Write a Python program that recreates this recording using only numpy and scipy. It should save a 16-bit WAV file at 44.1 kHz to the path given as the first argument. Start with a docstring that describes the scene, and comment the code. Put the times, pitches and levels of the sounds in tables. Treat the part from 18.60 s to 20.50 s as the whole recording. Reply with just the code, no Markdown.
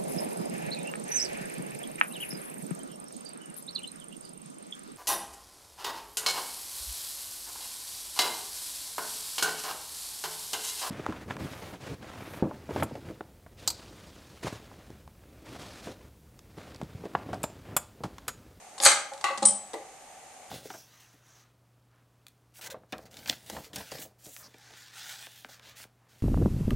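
"""The stiff clamp of a racket stringing machine rasps and snaps free in a small, quiet room.
Quick slips make the rasp; the snaps crack and set the metal ringing. A lever clacks, blows thud
through the frame's modes, a steel tool clinks and bounces, and something is put down with a dull
knock. Small parts tick in between, over faint room air."""
import sys
import numpy as np
from scipy import signal
from scipy.fft import rfft, irfft, next_fast_len
from scipy.io import wavfile

SR = 44100
rng = np.random.default_rng(int(sys.argv[2]) if len(sys.argv) > 2 else 0)


def generate_wav(sig):
    """Save sig (samples, or channels by samples) to the path in sys.argv[1] as 16-bit PCM at SR."""
    pcm = np.round(np.clip(np.atleast_2d(sig).T, -1, 1) * 32767).astype(np.int16)
    wavfile.write(sys.argv[1], SR, pcm)


N = 83790
RING_T = np.arange(28800) / SR  # time axis of one decay [s]
CRACK_SAMPLES = 4096

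# the clamp snaps free and rattles (time [s], level [dB])
SNAPS = [(0.2354, 3), (0.2522, 9), (.2567, 9), (0.2627, 15), (.280, -1.5), (.289, -1.5), (.317, 1)]
# tone of the first click, the slips and the hard snaps (frequency [Hz], level [dB])
CATCH_COLOUR = [(300, -19), (1000, 0.5), (2500, -13), (3500, 2.5), (5000, -2), (6200, -12), (10000, -17),
                (14000, -36)]
RASP_COLOUR = [(300, -30), (1300, -9), (3000, -11.5), (4500, -3.5), (5500, -8.5), (7000, -5.5), (9000, 1.5),
               (10300, 0.5), (11500, -15), (13200, -18), (15000, -42)]
SNAP_COLOUR = [(60, -30), (130, -27), (250, -17), (340, -10.5), (430, -14.5), (520, -2), (1300, 2.5),
               (2300, -1.5), (3200, -5.5), (4400, -3), (5300, -9), (8000, 3.5), (10000, -8.5), (11500, -17),
               (13200, -28), (15000, -40)]
# the clamp's bright ring (frequency [Hz], level [dB], t60 [s])
CLAMP_MODES = [(1328, -4.5, 0.25), (1572, -25, 0.41), (1760, -10, 0.12), (2086, -4.5, 0.24),
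               (2950, -10, 0.22), (3960, -16.5, .2), (4485, 4.5, 0.042), (5910, -3.5, .12),
               (6250, -16, 0.32), (6520, -7, 0.066), (8080, -1, 0.25), (8130, 1, 0.23), (8170, 1.5, 0.26),
               (9200, -6, 0.065)]
def clamp():
    """A click, then swelling slips end in a cluster of snaps; the hard ones make the metal ring."""
    count, start_s, end_s, start_db, end_db = 19, .212, .255, -14, 2  # the rasp's slips
    jitter = rng.random((count, 2))
    progress = (np.arange(count) + jitter[:, 0]) / count
    slip_s = start_s + progress * (end_s - start_s)
    slip_db = start_db + progress * (end_db - start_db) + 8 * (jitter[:, 1] - .5)
    thin_snaps, hard_snaps = SNAPS[:2], SNAPS[2:]
    slip = crack(RASP_COLOUR, t60=0.016)
    rasp = play(list(zip(slip_s, slip_db)) + thin_snaps, lambda: slip)
    catch = play([(.2014, -4.5)], lambda: crack(CATCH_COLOUR, t60=0.021))
    snaps = play(hard_snaps, lambda: crack(SNAP_COLOUR, t60=0.024))
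    modes = ring(CLAMP_MODES)
    metal = play(hard_snaps, lambda: modes)
    contacts = in_room(rasp + catch, wet_db=-5.5) + in_room(snaps, wet_db=-1)
    return pan(0.92) * (contacts + from_db(-2.5) * in_room(metal, wet_db=-9))


# the tool lands and bounces (time [s], level [dB])
CLINKS = [(.851, 10), (.854, 20.5), (.860, 7.5), (.887, 9)]
# its steely shimmer (frequency [Hz], level [dB], t60 [s])
TOOL_MODES = [(3131, -27, 0.22), (4000, -34, 0.25), (5660, -24, 0.12), (7348, -21.5, .22), (7820, -9, 0.23),
              (7905, -2.5, 0.3), (8060, -33, .2), (8860, -10, 0.14), (8922, 3, 0.23), (8997, -10.5, 0.18)]
# its sharp attack (frequency [Hz], level [dB])
CLINK_COLOUR = [(200, -48), (1500, -21), (3500, -15.5), (5800, -7.5), (6800, -9.5), (8000, 6), (9100, 4),
                (9900, -7), (10800, -55), (14000, -53)]
def tool():
    """Steel on steel: close high modes beat as they die."""
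    modes = ring(TOOL_MODES)
    band = signal.butter(4, [2500, 10000], "band", fs=SR, output="sos")
    tone = signal.sosfilt(band, play(CLINKS, lambda: modes))
    contact = play(CLINKS, lambda: crack(CLINK_COLOUR, t60=0.029))
    shimmer = from_db(-3) * in_room(tone, wet_db=-6.5)
    attack = from_db(-11.5) * in_room(contact, wet_db=-5)
    return pan(2.0) * (shimmer + attack)


# blows that reach the frame (time [s], level [dB], low cut [Hz], high cut [Hz])
THUDS = [(.2005, -5, 307, 1270), (.231, -1, 523, 1390), (.2568, 8.5, 500, 1490), (.288, -5, 600, 1180),
         (.517, -8, 480, 936), (.541, -13.5, 515, 910), (.644, -1, 756, 1800), (.703, -4, 380, 690),
         (.777, -19, 100, 350), (.8235, 5, 128, 1030)]
# the frame's low ring (frequency [Hz], level [dB], t60 [s])
FRAME_MODES = [(139.7, -19, 0.31), (188.6, -14, 0.16), (209.6, -6.5, 0.3), (340.2, -11, 0.24),
               (531.3, -7, 0.13), (555.4, 1, 0.17), (627.8, -11, 0.42), (815, 4.5, 0.17), (873, -11, 0.36),
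               (1064, -9, 0.23), (1180, -6, 0.26), (1290, -7.5, 0.28)]
def frame():
    """Every blow rings the same modes, coloured by the band its contact excites."""
    modes = ring(FRAME_MODES)

    def blow(low_hz, high_hz):
        band = signal.butter(2, [low_hz, high_hz], "band", fs=SR, output="sos")
        return unit(signal.sosfilt(band, modes))
    return pan(0.9) * in_room(play(THUDS, blow), wet_db=-6)


# the lever clacks and settles (time [s], level [dB])
CLACKS = [(.6412, 1.5), (.650, -9), (.665, -9), (.689, -14.5), (.712, -17)]
# its hollow body (frequency [Hz], level [dB])
CLACK_COLOUR = [(120, -33), (250, -38), (340, -3.5), (480, -18), (630, -18), (790, 8.5), (950, -8),
                (1150, 8), (1500, -12), (2000, -3), (3200, -7.5), (4300, -15), (5200, -24.5), (8000, -19.5),
                (13000, -39)]
def lever():
    """A hollow clack that fills the room; every touch sets off the same body."""
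    body = crack(CLACK_COLOUR, t60=.03)
    return pan(1.5) * in_room(play(CLACKS, lambda: body), wet_db=2)


# something is put down (time [s], level [dB])
KNOCKS = [(1.135, -10.5), (1.140, -5.5), (1.160, -28)]
# its dull tone (frequency [Hz], level [dB])
KNOCK_COLOUR = [(120, -41), (260, -19.5), (390, -2.5), (520, -1), (750, 3), (950, -15), (1170, -11.5),
                (1500, -34), (1900, -12), (3000, -35), (8000, -44)]
def knock():
    """A soft, low contact a little further away."""
    return pan(.3) * in_room(play(KNOCKS, lambda: crack(KNOCK_COLOUR, t60=0.063)), wet_db=-2.5)


# light contacts (time [s], level [dB])
TICKS = [(.1797, -16), (.1835, -16.5), (.535, -18.5), (.577, -23.5), (.6112, -16.5), (.6415, -4),
         (.7755, -11), (.780, -12.5), (.8235, -13), (.828, -3.5), (.838, -11.5), (1.133, -17.5),
         (1.139, -17.5)]
# their crisp tone (frequency [Hz], level [dB])
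TICK_COLOUR = [(200, -9), (1000, 11), (2500, -1), (4000, 8), (5200, 2), (7500, 7), (9300, 3.5),
               (11000, -15), (13500, -32), (15000, -40)]
def ticks():
    """Small parts touch, each with its own short burst of noise."""
    return pan(1) * in_room(play(TICKS, lambda: crack(TICK_COLOUR, t60=0.041)), wet_db=-7.5)


# room tone (frequency [Hz], level [dB])
AIR_COLOUR = [(15, -39), (25, -22.5), (89, -20), (160, -19.5), (295, -16), (355, -18.5), (451, -12),
              (515, -13), (558, -8), (672, -9.5), (747, 0), (900, -7.5), (974, -17.5), (1140, -13.5),
              (1410, -18.5), (1790, -17.5), (2220, -17), (3220, -22.5), (5470, -24.5), (6590, -17),
              (7130, -19.5), (7930, -21.5), (8820, -18), (9550, -24), (14200, -38)]
# its stereo spread (frequency [Hz], side against mid [dB])
AIR_WIDTH = [(60, -15), (120, -12), (230, -7.5), (460, -9), (910, -8.5), (1790, -5.5), (3540, -4),
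             (6980, -1), (13800, -5)]
def room_air(rms_db=-50):
    """A faint, steady bed of noise, widest in the treble."""
    return from_db(rms_db) * np.sqrt(N) * shaped(rng.standard_normal((2, N)), AIR_COLOUR, AIR_WIDTH)


# the small room's decay (frequency [Hz], t60 [s])
ROOM_T60 = [(150, 0.45), (400, 0.43), (1000, 0.47), (2800, 0.44), (7300, 0.35), (13000, 0.25)]
def room_tail(build_s=0.0035):
    """Diffuse reflections that build up quickly and die band by band."""
    white = rfft(rng.standard_normal((2, len(RING_T))))
    hz = np.arange(white.shape[1]) * SR / len(RING_T)
    edges_hz = [1, 300, 700, 1600, 3500, 6500, 10000, 20000]
    tail = 0
    for low, high in zip(edges_hz, edges_hz[1:]):
        band = irfft(white * ((hz >= low) & (hz < high)), len(RING_T))
        tail += band * fade(at_hz(ROOM_T60, (low + high) / 2))
    return shaped(tail * (1 - np.exp(-RING_T / build_s)), colour=[(1, 0)])  # flat EQ


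def in_room(x, wet_db):
    """A sound plus the room's reverb."""
    return x + from_db(wet_db) * signal.fftconvolve(x.mean(0)[None], room_tail(), axes=1)[:, :N]


# stereo spread of contacts and reverb (frequency [Hz], side against mid [dB])
WIDTH = [(60, -20), (150, -20), (300, -16), (700, -10.5), (1400, -9), (2800, -4), (5500, -6.5),
         (9000, -12.5), (13000, -13)]
def shaped(white, colour, width=WIDTH):
    """Equalise two noises (mid, side) into stereo of unit energy."""
    length = white.shape[-1]
    half = next_fast_len((length + CRACK_SAMPLES) // 2, True)
    hz = np.linspace(0, SR / 2, half + 1)
    mid_side_db = at_hz(colour, hz) + np.outer([0, 1], at_hz(width, hz))
    cepstrum = irfft(np.log(from_db(mid_side_db)))
    cepstrum[:, 1:half] *= 2  # fold to minimum phase: nothing sounds before the attack
    cepstrum[:, half + 1:] = 0
    response = np.exp(rfft(cepstrum))
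    mid, side = irfft(rfft(white, 2 * half) * response)[:, :length]
    return unit(np.array([mid + side, mid - side]))


def crack(colour, t60):
    """A noise burst: countless short-lived modes set off by one contact."""
    return shaped(rng.standard_normal((2, CRACK_SAMPLES)) * fade(t60)[:CRACK_SAMPLES], colour)


def ring(modes):
    """The clear modes of a struck part, which radiates little below the lowest one."""
    tones = sum((-1) ** k * from_db(db) * fade(t60) * np.sin(2 * np.pi * hz * RING_T)
                for k, (hz, db, t60) in enumerate(modes))
    low_cut = signal.butter(2, modes[0][0] / 2, "high", fs=SR, output="sos")
    return unit(signal.sosfilt(low_cut, tones))


def play(rows, sound):
    """Trigger one hit per row (time [s], level [dB]); further columns go to the sound."""
    track = np.zeros((2, N + len(RING_T)))
    for time_s, db, *settings in rows:
        start, hit = int(time_s * SR), sound(*settings)
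        track[:, start:start + hit.shape[-1]] += from_db(db) * hit
    return track[:, :N]


def from_db(db):
    return 10 ** (np.asarray(db) / 20)


def at_hz(points, hz):
    """Read a table on a log-frequency axis."""
    table_hz, value = np.transpose(points)
    return np.interp(np.log(np.maximum(hz, 1)), np.log(table_hz), value)


def unit(x):
    """Scale to a mean energy of one per channel."""
    return x / np.sqrt(np.mean(np.sum(x ** 2, axis=-1)) + 1e-20)


def fade(t60):
    """An exponential decay, 60 dB down after t60 seconds."""
    return np.exp(-np.log(1000) * RING_T / t60)


def pan(left_db):
    """Channel gains that put the left left_db above the right."""
    return from_db(np.array([[left_db], [-left_db]]) / 2)


def scene():
    """All the handling noises over the room's air."""
    return room_air() + clamp() + lever() + ticks() + frame() + tool() + knock()


def record(dry):
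    """A soft clip rounds the highest peaks, then a steep low-pass cuts the top."""
    ceiling, stop_hz = .95, 15600
    rounded = dry / (1 + (dry / ceiling) ** 6) ** (1 / 6)
    return signal.sosfilt(signal.cheby2(12, 60, stop_hz, fs=SR, output="sos"), rounded)


dry = scene()
out = record(dry)
generate_wav(out)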